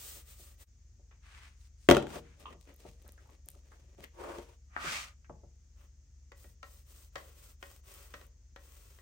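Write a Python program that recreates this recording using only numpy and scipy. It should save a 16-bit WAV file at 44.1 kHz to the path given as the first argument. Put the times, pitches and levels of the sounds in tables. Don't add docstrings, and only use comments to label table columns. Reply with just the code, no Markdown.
import sys
import numpy as np
from scipy import signal
from scipy.fft import rfft, irfft, next_fast_len
from scipy.io import wavfile
from scipy.ndimage import uniform_filter1d

SR = 44100
rng = np.random.default_rng(int(sys.argv[2]) if len(sys.argv) > 2 else 0)


def digitize_waveform(pressure):
    field = np.atleast_2d(pressure).T
    bounded = np.clip(field, -1, 1)
    quanta = np.round(bounded * 32767).astype(np.int16)
    wavfile.write(sys.argv[1], SR, quanta)


N = 397341
TIME = np.arange(N) / SR
HIT_TIME = TIME[:SR // 2]

# (pitch [Hz], level [dB])
HUM_TONES = [(49.3, -61.5), (70.5, -60.5), (101, -76)]
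# (frequency [Hz], level [dB])
BACKGROUND_COLOUR = [(15, -23), (28, -17.5), (40, -11.5), (65, -4.5), (110, -13.5), (200, -26.5),
                     (450, -37.5), (1000, -45.5), (2000, -42.5), (4000, -46.5), (6500, -31.5), (9500, -58),
                     (14000, -57.5)]
SPONGE_COLOUR = [(200, -1.5), (350, -0.5), (550, 0), (800, -5), (1500, -3), (3000, -1), (5000, -4.5),
                 (8500, 0), (11000, -4), (15000, -2.5)]
THUD_COLOUR = [(40, -17), (85, -5.5), (150, -9.5), (350, -1), (600, 1.5), (760, -1), (950, -9.5),
               (1400, -19), (2500, -36), (8000, -55.5)]
BOOM_COLOUR = [(90, -0.5), (140, 9), (230, -2), (400, -36), (2000, -70)]
PALM_COLOUR = [(250, -20), (650, -17), (1100, -7.5), (2000, -5.5), (3200, -5), (5000, 0), (8500, -1.5),
               (14000, -14)]
CRACK_COLOUR = [(500, -2.5), (1400, 4), (2400, -3.5), (3200, -2.5), (4400, -14), (6500, -12), (10000, -20),
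                (15000, -25)]
JAR_COLOUR = [(170, -9), (250, -9.5), (350, -0.5), (480, 2), (590, 8), (740, -4.5), (920, -5), (1400, -7.5),
              (2200, -18), (4000, -37), (8500, -40.5), (15000, -48.5)]
WAX_COLOUR = [(200, -2), (400, 2.5), (600, -1), (850, -8), (1300, -12.5), (2500, -8), (4500, -11.5),
              (8500, -14), (14000, -21.5)]
SNAP_COLOUR = [(1000, -63), (3000, -9), (6000, -12), (8500, 5), (14500, 13), (16000, -22.5)]
HAND_COLOUR = [(200, -0.5), (380, -9), (560, 2.5), (800, 1.5), (1250, 7), (2300, 5.5), (4000, -9.5),
               (7000, -12.5), (10000, -20.5), (15000, -27.5)]
STRAP_COLOUR = [(200, -10), (400, -1), (570, -6), (780, -8.5), (1200, -5.5), (1950, -9), (2600, -5.5),
                (4500, -4.5), (8500, -1), (11000, -5), (15000, -3)]
PAT_COLOUR = [(150, -1), (300, 5), (560, 7), (780, 1.5), (1100, 8), (1900, 6), (2500, -3), (3200, -1),
              (5000, -8.5), (8000, -16), (15000, -81)]
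# (centre [Hz], width [Hz], boost [dB])
MAT_PEAKS = [(558.4, 5.3, 10.8), (1215, 120, 7.1), (1926, 19, 9.7)]
JAR_PEAKS = [(352, 31, 12.5), (600, 91, -4.5), (930, 15, 14), (1100, 240, 5.5)]
STRAP_PEAKS = [(565, 55, 8), (1100, 100, 4), (1340, 90, 4), (1960, 90, 6), (2610, 140, 2), (3170, 130, 3)]
# (pitch [Hz], level [dB], time to fade by 60 dB [s])
DESK_TONES = [(80, -18.5, 0.12), (136.6, -24, 0.34), (213, -20, 0.27), (259.5, -13, 0.12),
              (365.5, 2, 0.027), (341.5, -12, 0.24), (382, -18.5, 0.073), (467.4, -17.5, 0.6),
              (568.5, -7.5, 0.12), (600, -15.5, 0.21), (650, -13, 0.069), (726, -17, .15), (850, -25, 0.15),
              (928, -24, 0.26), (1144, -27.5, 0.18), (1330, -29, 0.1)]
JAR_TONES = [(1150, -5, .016), (1420, 0, .014), (1900, -4, .014), (2650, -7, .014), (3200, -5, .018),
             (6300, -14, .012)]
STRAP_TONES = [(368, -5.5, 0.25), (559, 17, 0.14), (1018, 14, 0.074), (1166, 3, 0.11), (1520, -15, 0.15),
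               (1896, 18, 0.18), (2450, -20.5, 0.048), (3200, -27.5, 0.048)]
# (start [s], length [s], scrape below 3 kHz [dB], hiss above 3 kHz [dB])
SPONGE_WIPES = [(-0.07, .31, -61.5, -47.5), (0.255, .11, -67.5, -55.5), (0.36, 0.12, -71.5, -56),
                (0.45, 0.11, -71.5, -62.5), (0.588, .08, -66, -57)]
PALM_SLIPS = [(1.22, 0.29, -59, -68.5), (1.37, 0.21, -69.5, -75), (1.575, 0.13, -77.5, -71.5),
              (1.78, 0.137, -78.5, -69), (2.2, 0.19, -67.5, -79)]
JAR_SHOVES = [(2.03, 0.22, -51.5, -55), (2.11, 0.097, -52.5, -65), (4.095, 0.35, -42.5, -59),
              (4.31, 0.18, -54.5, -61.5), (4.38, 0.23, -64.5, -70.5)]
WAX_SCOOPS = [(2.378, 0.07, -58.5, -63), (2.44, 0.13, -55, -69), (2.58, 0.091, -79.5, -72),
              (2.665, 0.069, -59, -71.5), (2.73, 0.28, -70, -69), (2.835, 0.055, -63, -76),
              (2.97, 0.26, -71.5, -73), (3.17, 0.24, -68.5, -75), (3.45, 0.19, -75, -74),
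              (3.63, 0.22, -68.5, -73), (3.82, 0.16, -71.5, -80.5), (3.985, 0.092, -57, -63)]
HAND_SLIDES = [(4.66, 0.44, -48, -55), (4.72, 0.47, -48, -42.5)]
FINGER_RUBS = [(5.765, 0.12, -71, -75.5), (6.36, .18, -75.5, -64.5), (6.645, 0.19, -73, -62.5),
               (6.86, 0.23, -70, -61), (7.135, 0.22, -65.5, -62), (7.355, 0.19, -67.5, -60),
               (7.605, 0.2, -68.5, -61.5), (7.845, 0.26, -62, -57.5), (8.09, .19, -68, -65.5),
               (8.58, 0.47, -69.5, -63.5)]
# (time [s], level [dB])
SOFT_THUDS = [(0.168, -53.5), (0.397, -55), (0.995, -60.5), (2.549, -50), (2.851, -42), (3.045, -55.5),
              (3.467, -59.5), (3.558, -57), (3.9856, -46), (4.845, -37.5), (5.2969, -40.5), (5.435, -50.5),
              (6.446, -52.5), (8.212, -55.5)]
# (time [s], level [dB], pitch [Hz], width [Hz], time to fade by
# 60 dB [s])
HOLLOW_TAPS = [(1.111, -55, 1684, 1840, 0.2), (2.456, -35.5, 1100, 204, 0.17),
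               (2.456, -42, 2956, 700, 0.12), (3.062, -56.5, 1310, 901, 0.14),
               (3.178, -53.5, 1620, 600, 0.13), (3.255, -58.5, 986, 400, 0.15),
               (3.292, -52, 1100, 507, 0.046), (3.487, -51, 3200, 2000, 0.011),
               (3.546, -60, 1100, 398, 0.036), (3.718, -51, 1370, 905, 0.15),
               (4.0402, -36.5, 2240, 1810, 0.011), (4.7649, -21, 1313, 606, 0.017),
               (5.245, -55, 1910, 1194, 0.095), (5.2963, -39.5, 756, 712, 0.063),
               (5.4356, -57.5, 652, 400, 0.047)]
# (time [s], thud [dB], crack [dB])
JAR_KNOCKS = [(1.8886, -6, -5), (1.9002, -11, -12.5), (1.9114, -6, -5), (1.948, -47, -18.5),
              (1.968, -15, -17), (2.025, -54, -33), (2.033, -31.5, -47), (2.069, -50, -33.5),
              (2.1037, -47.5, -38), (2.159, -33, -36.5), (4.385, -35.5, -38)]
# (time [s], level [dB])
WAX_SNAPS = [(2.3994, -45), (2.4089, -52), (2.7416, -47.5), (2.7633, -42.5), (3.0235, -47.5),
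             (3.0792, -44.5), (3.1213, -41), (3.46, -43), (3.487, -29), (3.5029, -37.5), (3.516, -40.5),
             (4.0415, -37.5), (7.94, -36), (8.267, -50)]
# (time [s], pitch [Hz], level [dB])
HOLLOW_NOTE = [(4.75, 1275, -79), (4.775, 1280, -44), (4.828, 1280, -49.5), (4.881, 1400, -41),
               (4.921, 1750, -54), (4.959, 2285, -40.5), (5.02, 2455, -65), (5.119, 2380, -86.5)]
# (time [s], level [dB])
FINGER_PATS = [(6.318, -42), (6.442, -51), (6.629, -35.5), (7.156, -29), (7.18, -40), (7.627, -32),
               (7.701, -51), (8.139, -33.5), (8.212, -47.5), (8.561, -38), (8.986, -49)]
# (delay [s], level [dB])
NEAR_ECHOES = [(.0082, -16.5), (0.0106, -12)]
# (frequency [Hz], time to fade by 60 dB [s])
ROOM_FADE = [(100, 0.99), (400, 0.47), (1500, 0.23), (4000, 0.32), (8000, 0.21), (15000, 0.16)]
# (frequency [Hz], likeness [1 same, -1 opposite])
STEREO_LIKENESS = [(100, .97), (280, .8), (550, .45), (1100, .25), (2000, .3), (3000, -.1), (4300, .3),
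                   (7400, .15), (8600, .8), (9700, 0), (10700, -.95), (12200, -.95), (13400, .95)]
# (frequency [Hz], left minus right [dB])
STEREO_BALANCE = [(70, 1.6), (250, 2.6), (500, 4), (1200, 1.6), (4000, 2.6), (9000, .5), (14000, 0)]


def from_db(db):
    return 10 ** (np.asarray(db) / 20)


def rms_one(x):
    return x / np.sqrt(np.mean(x ** 2) + 1e-20)


def peak_one(x):
    return x / np.abs(x).max()


def at_hz(table, hz):
    frequencies, values = np.transpose(table)
    return np.interp(np.log(hz + 1), np.log(frequencies), values)


def filtered(x, gain):
    size = next_fast_len(x.shape[-1] + 2048, True)
    hz = np.arange(size // 2 + 1) * SR / size
    return irfft(rfft(x, size) * gain(hz), size)[..., :x.shape[-1]]


def coloured(x, colour, peaks=()):
    def gain(hz):
        boost = sum(db / (1 + (2 * (hz - centre) / width) ** 2) for centre, width, db in peaks)
        return from_db(at_hz(colour, hz) + boost) * np.minimum(hz / colour[0][0], 1) ** 2
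    return filtered(x, gain)


def drift(turns_per_s):
    points = rng.standard_normal(N // 40)
    return np.interp(TIME * turns_per_s, np.arange(len(points)), points)


def add(out, time_s, sound):
    start = round(time_s * SR)
    out[:, start:start + sound.shape[-1]] += sound[:, :N - start]


def fade(fade_s):
    return from_db(-60 * HIT_TIME / fade_s)


def burst(colour, fade_s, peaks=(), rise_s=1 / SR):
    noise = coloured(rng.standard_normal((2, len(HIT_TIME))), colour, peaks)
    return peak_one(noise * fade(fade_s) * np.minimum(HIT_TIME / rise_s, 1))


def ringing(tones, spread_db):
    hz, db, fade_s = np.array(tones).T[:, :, None]
    strength = from_db(db + spread_db * rng.standard_normal(hz.shape))
    waves = strength * fade(fade_s) * np.exp(2j * np.pi * hz * HIT_TIME)
    mid = (-1) ** np.arange(len(tones)) @ waves.imag
    side = .6 * rng.choice([-1, 1], len(tones)) @ waves.real * np.minimum(HIT_TIME / .001, 1)
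    return np.array([mid, side]) / np.abs(mid).max()


def narrow_noise(hz, width_hz, size):
    lowpass = signal.butter(2, width_hz / 2, fs=SR, output="sos")
    wobble = signal.sosfilt(lowpass, rng.standard_normal((2, 2, size + SR // 10)))[..., -size:]
    phase = 2 * np.pi * np.cumsum(hz * np.ones(size)) / SR
    return rms_one(wobble[0] * np.cos(phase) + wobble[1] * np.sin(phase))


def stroke_gains(strokes, scrape_power, hiss_power, skew):
    scrape, hiss = np.zeros((2, N))
    for start, length, scrape_db, hiss_db in strokes:
        during = (TIME > start) & (TIME < start + length)
        progress = (TIME[during] - start) / length
        speed = np.abs(np.sin(np.pi * progress ** skew))
        scrape[during] += from_db(scrape_db) * speed ** scrape_power
        hiss[during] += from_db(hiss_db) * speed ** hiss_power
    soften_s = 0.048
    return uniform_filter1d(np.array([scrape, hiss]), size=round(soften_s * SR))


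def friction(gains, colour, peaks, slips_per_s, grain_db, spread_db, judder_db):
    scrape_gain, hiss_gain = gains
    slips = rng.random(N) < slips_per_s / SR
    sizes = from_db(spread_db * np.minimum(rng.exponential(1, N), 4))
    blur = rng.standard_normal((2, N))
    grain = from_db(grain_db) * rms_one(slips * sizes * rng.standard_normal((2, N)))
    pressure = from_db(judder_db * drift(75))
    sound = coloured((blur + grain) * pressure, colour, peaks)
    scrape = filtered(sound, lambda hz: 1 / (1 + (hz / 3000) ** 6))
    hiss = sound - scrape
    return rms_one(scrape) * scrape_gain + rms_one(hiss) * hiss_gain


def room_echoes(x):
    t = TIME[:SR * 2 // 3]
    noise, tail = rng.standard_normal((2, len(t))), 0
    for centre, fade_s in ROOM_FADE:
        band = [(hz, hz == centre) for hz, _ in ROOM_FADE]
        tail += filtered(noise, lambda hz: at_hz(band, hz)) * from_db(-60 * t / fade_s)
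    tail *= np.clip(t / 0.0078 - 1, 0, 1)
    tail /= np.sqrt(np.sum(tail[0] ** 2))
    return signal.fftconvolve(x, tail, axes=1)[:, :N]


def in_room(x, wash_db):
    out = x + from_db(wash_db) * room_echoes(x)
    for delay, db in NEAR_ECHOES:
        add(out, delay, from_db(db) * x)
    return out


def stereo(x):
    mid = filtered(x[0], lambda hz: np.sqrt(1 + at_hz(STEREO_LIKENESS, hz)))
    side = filtered(x[1], lambda hz: np.sqrt(1 - at_hz(STEREO_LIKENESS, hz)))
    left = filtered(mid + side, lambda hz: from_db(at_hz(STEREO_BALANCE, hz) / 2))
    right = filtered(mid - side, lambda hz: from_db(-at_hz(STEREO_BALANCE, hz) / 2))
    return np.array([left, right])


def placed(x, left_db, left_lead_s):
    left, right = stereo(x)
    right = filtered(right, lambda hz: np.exp(-2j * np.pi * hz * left_lead_s / (1 + (hz / 3000) ** 4)))
    return np.array([left * from_db(left_db / 2), right * from_db(-left_db / 2)])


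def room_hum():
    hum = np.zeros((2, N))
    for hz, db in HUM_TONES:
        strength = np.sqrt(2) * from_db(db + .5 * drift(4))
        hum[0] += strength * np.sin(2 * np.pi * hz * TIME + .5 * drift(2.5))
    background = coloured(rng.standard_normal((2, N)), BACKGROUND_COLOUR)
    return hum + from_db(-64) * rms_one(background)


def sponge_wipes():
    gains = stroke_gains(SPONGE_WIPES, scrape_power=0.47, hiss_power=0.84, skew=0.93)
    return friction(gains, SPONGE_COLOUR, MAT_PEAKS,
                    slips_per_s=3700, grain_db=-8.5, spread_db=0.5, judder_db=0.75)


def desk_blows(blows):
    thud, ring = np.zeros((2, 2, N))
    damping_db_per_s = 45
    for time_s, db, *_ in blows:
        add(thud, time_s + .001, from_db(db - 6.5) * burst(THUD_COLOUR, fade_s=.05, rise_s=.001))
        ring_gain = from_db(db - damping_db_per_s * HIT_TIME)
        add(ring, time_s, ring_gain * ringing(DESK_TONES, spread_db=0.77))
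    return in_room(thud, wash_db=-9.5) + ring


def soft_thuds():
    out = desk_blows(SOFT_THUDS)
    for time_s, db in SOFT_THUDS:
        add(out, time_s + 0.0118, from_db(db - 8) * burst(BOOM_COLOUR, fade_s=0.3, rise_s=0.01))
    return out


def hollow_taps():
    out = np.zeros((2, N))
    rise = np.minimum(HIT_TIME / 0.0004, 1)
    for time_s, db, hz, width_hz, fade_s in HOLLOW_TAPS:
        note = narrow_noise(hz, width_hz, len(HIT_TIME)) * rise * fade(fade_s)
        add(out, time_s, from_db(db) * peak_one(note))
    return out


def palm_slips():
    gains = stroke_gains(PALM_SLIPS, scrape_power=0.82, hiss_power=0.93, skew=0.88)
    return friction(gains, PALM_COLOUR, peaks=(), slips_per_s=500, grain_db=-6, spread_db=5, judder_db=2)


def jar_knocks():
    contact = np.zeros((2, N))
    for time_s, _, db in JAR_KNOCKS:
        crack = from_db(-0.5) * burst(CRACK_COLOUR, fade_s=0.02)
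        clack = from_db(-4.5) * ringing(JAR_TONES, spread_db=4)
        add(contact, time_s, from_db(db) * (crack + clack))
    return desk_blows(JAR_KNOCKS) + in_room(contact, wash_db=-12.5)


def jar_shoves():
    gains = stroke_gains(JAR_SHOVES, scrape_power=3.54, hiss_power=2.2, skew=1.07)
    return friction(gains, JAR_COLOUR, JAR_PEAKS,
                    slips_per_s=290, grain_db=-13.5, spread_db=2, judder_db=2.5)


def wax_scoops():
    gains = stroke_gains(WAX_SCOOPS, scrape_power=0.82, hiss_power=0.98, skew=0.9)
    return friction(gains, WAX_COLOUR, MAT_PEAKS, slips_per_s=500, grain_db=-2, spread_db=5, judder_db=3)


def wax_snaps():
    out = np.zeros((2, N))
    faint_snaps = [(time_s, -58) for time_s in rng.uniform(2.7, 3.8, size=6)]
    for time_s, db in list(WAX_SNAPS) + faint_snaps:
        tick = burst(SNAP_COLOUR, fade_s=.003) * [[1], [.6]]
        add(out, time_s, from_db(db) * peak_one(tick))
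    return out + from_db(-13.5) * room_echoes(out)


def sliding_hand():
    times, hz, db = np.transpose(HOLLOW_NOTE)
    note_gain = from_db(np.interp(TIME, times, db)) * (TIME > times[0]) * (TIME < times[-1])
    note = note_gain * narrow_noise(np.interp(TIME, times, hz), width_hz=340, size=N)
    gains = stroke_gains(HAND_SLIDES, scrape_power=3, hiss_power=4.3, skew=0.96)
    return note + friction(gains, HAND_COLOUR, MAT_PEAKS,
                           slips_per_s=2000, grain_db=-6.5, spread_db=3, judder_db=1.1)


def finger_rubs():
    gains = stroke_gains(FINGER_RUBS, scrape_power=0.39, hiss_power=0.49, skew=0.85)
    return friction(gains, STRAP_COLOUR, STRAP_PEAKS,
                    slips_per_s=440, grain_db=-10.5, spread_db=4.5, judder_db=1.5)


def finger_pats():
    out = np.zeros((2, N))
    for time_s, db in FINGER_PATS:
        smack = from_db(db - 4) * burst(CRACK_COLOUR, fade_s=.009)
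        slap = from_db(db) * burst(PAT_COLOUR, fade_s=0.036, peaks=STRAP_PEAKS)
        ring = from_db(db - 11) * ringing(STRAP_TONES, spread_db=2)
        add(out, time_s, smack)
        add(out, time_s + .0015, slap + ring)
    return out


def scene():
    middle = room_hum() + sponge_wipes() + soft_thuds() + palm_slips()
    middle += jar_knocks() + jar_shoves() + wax_scoops() + wax_snaps()
    hand = in_room(hollow_taps(), wash_db=-11.5) + sliding_hand()
    hand = placed(hand, left_db=-1.5, left_lead_s=-0.00016)
    strap = finger_rubs() + in_room(finger_pats(), wash_db=-9.5)
    strap = placed(strap, left_db=0.4, left_lead_s=0.000087)
    return from_db(-2.5) * (stereo(middle) + hand + strap)


def record(dry):
    rumble_cut = signal.butter(6, 38, "high", fs=SR, output="sos")
    treble_cut = signal.ellip(10, .1, 70, 16000, fs=SR, output="sos")
    dip = from_db(-22 * np.exp(-((TIME - .657) / 0.017) ** 2))
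    dipped = signal.sosfilt(rumble_cut, dry) * dip
    return signal.sosfiltfilt(treble_cut, np.clip(dipped, -1, 1))


dry = scene()
out = record(dry)
digitize_waveform(out)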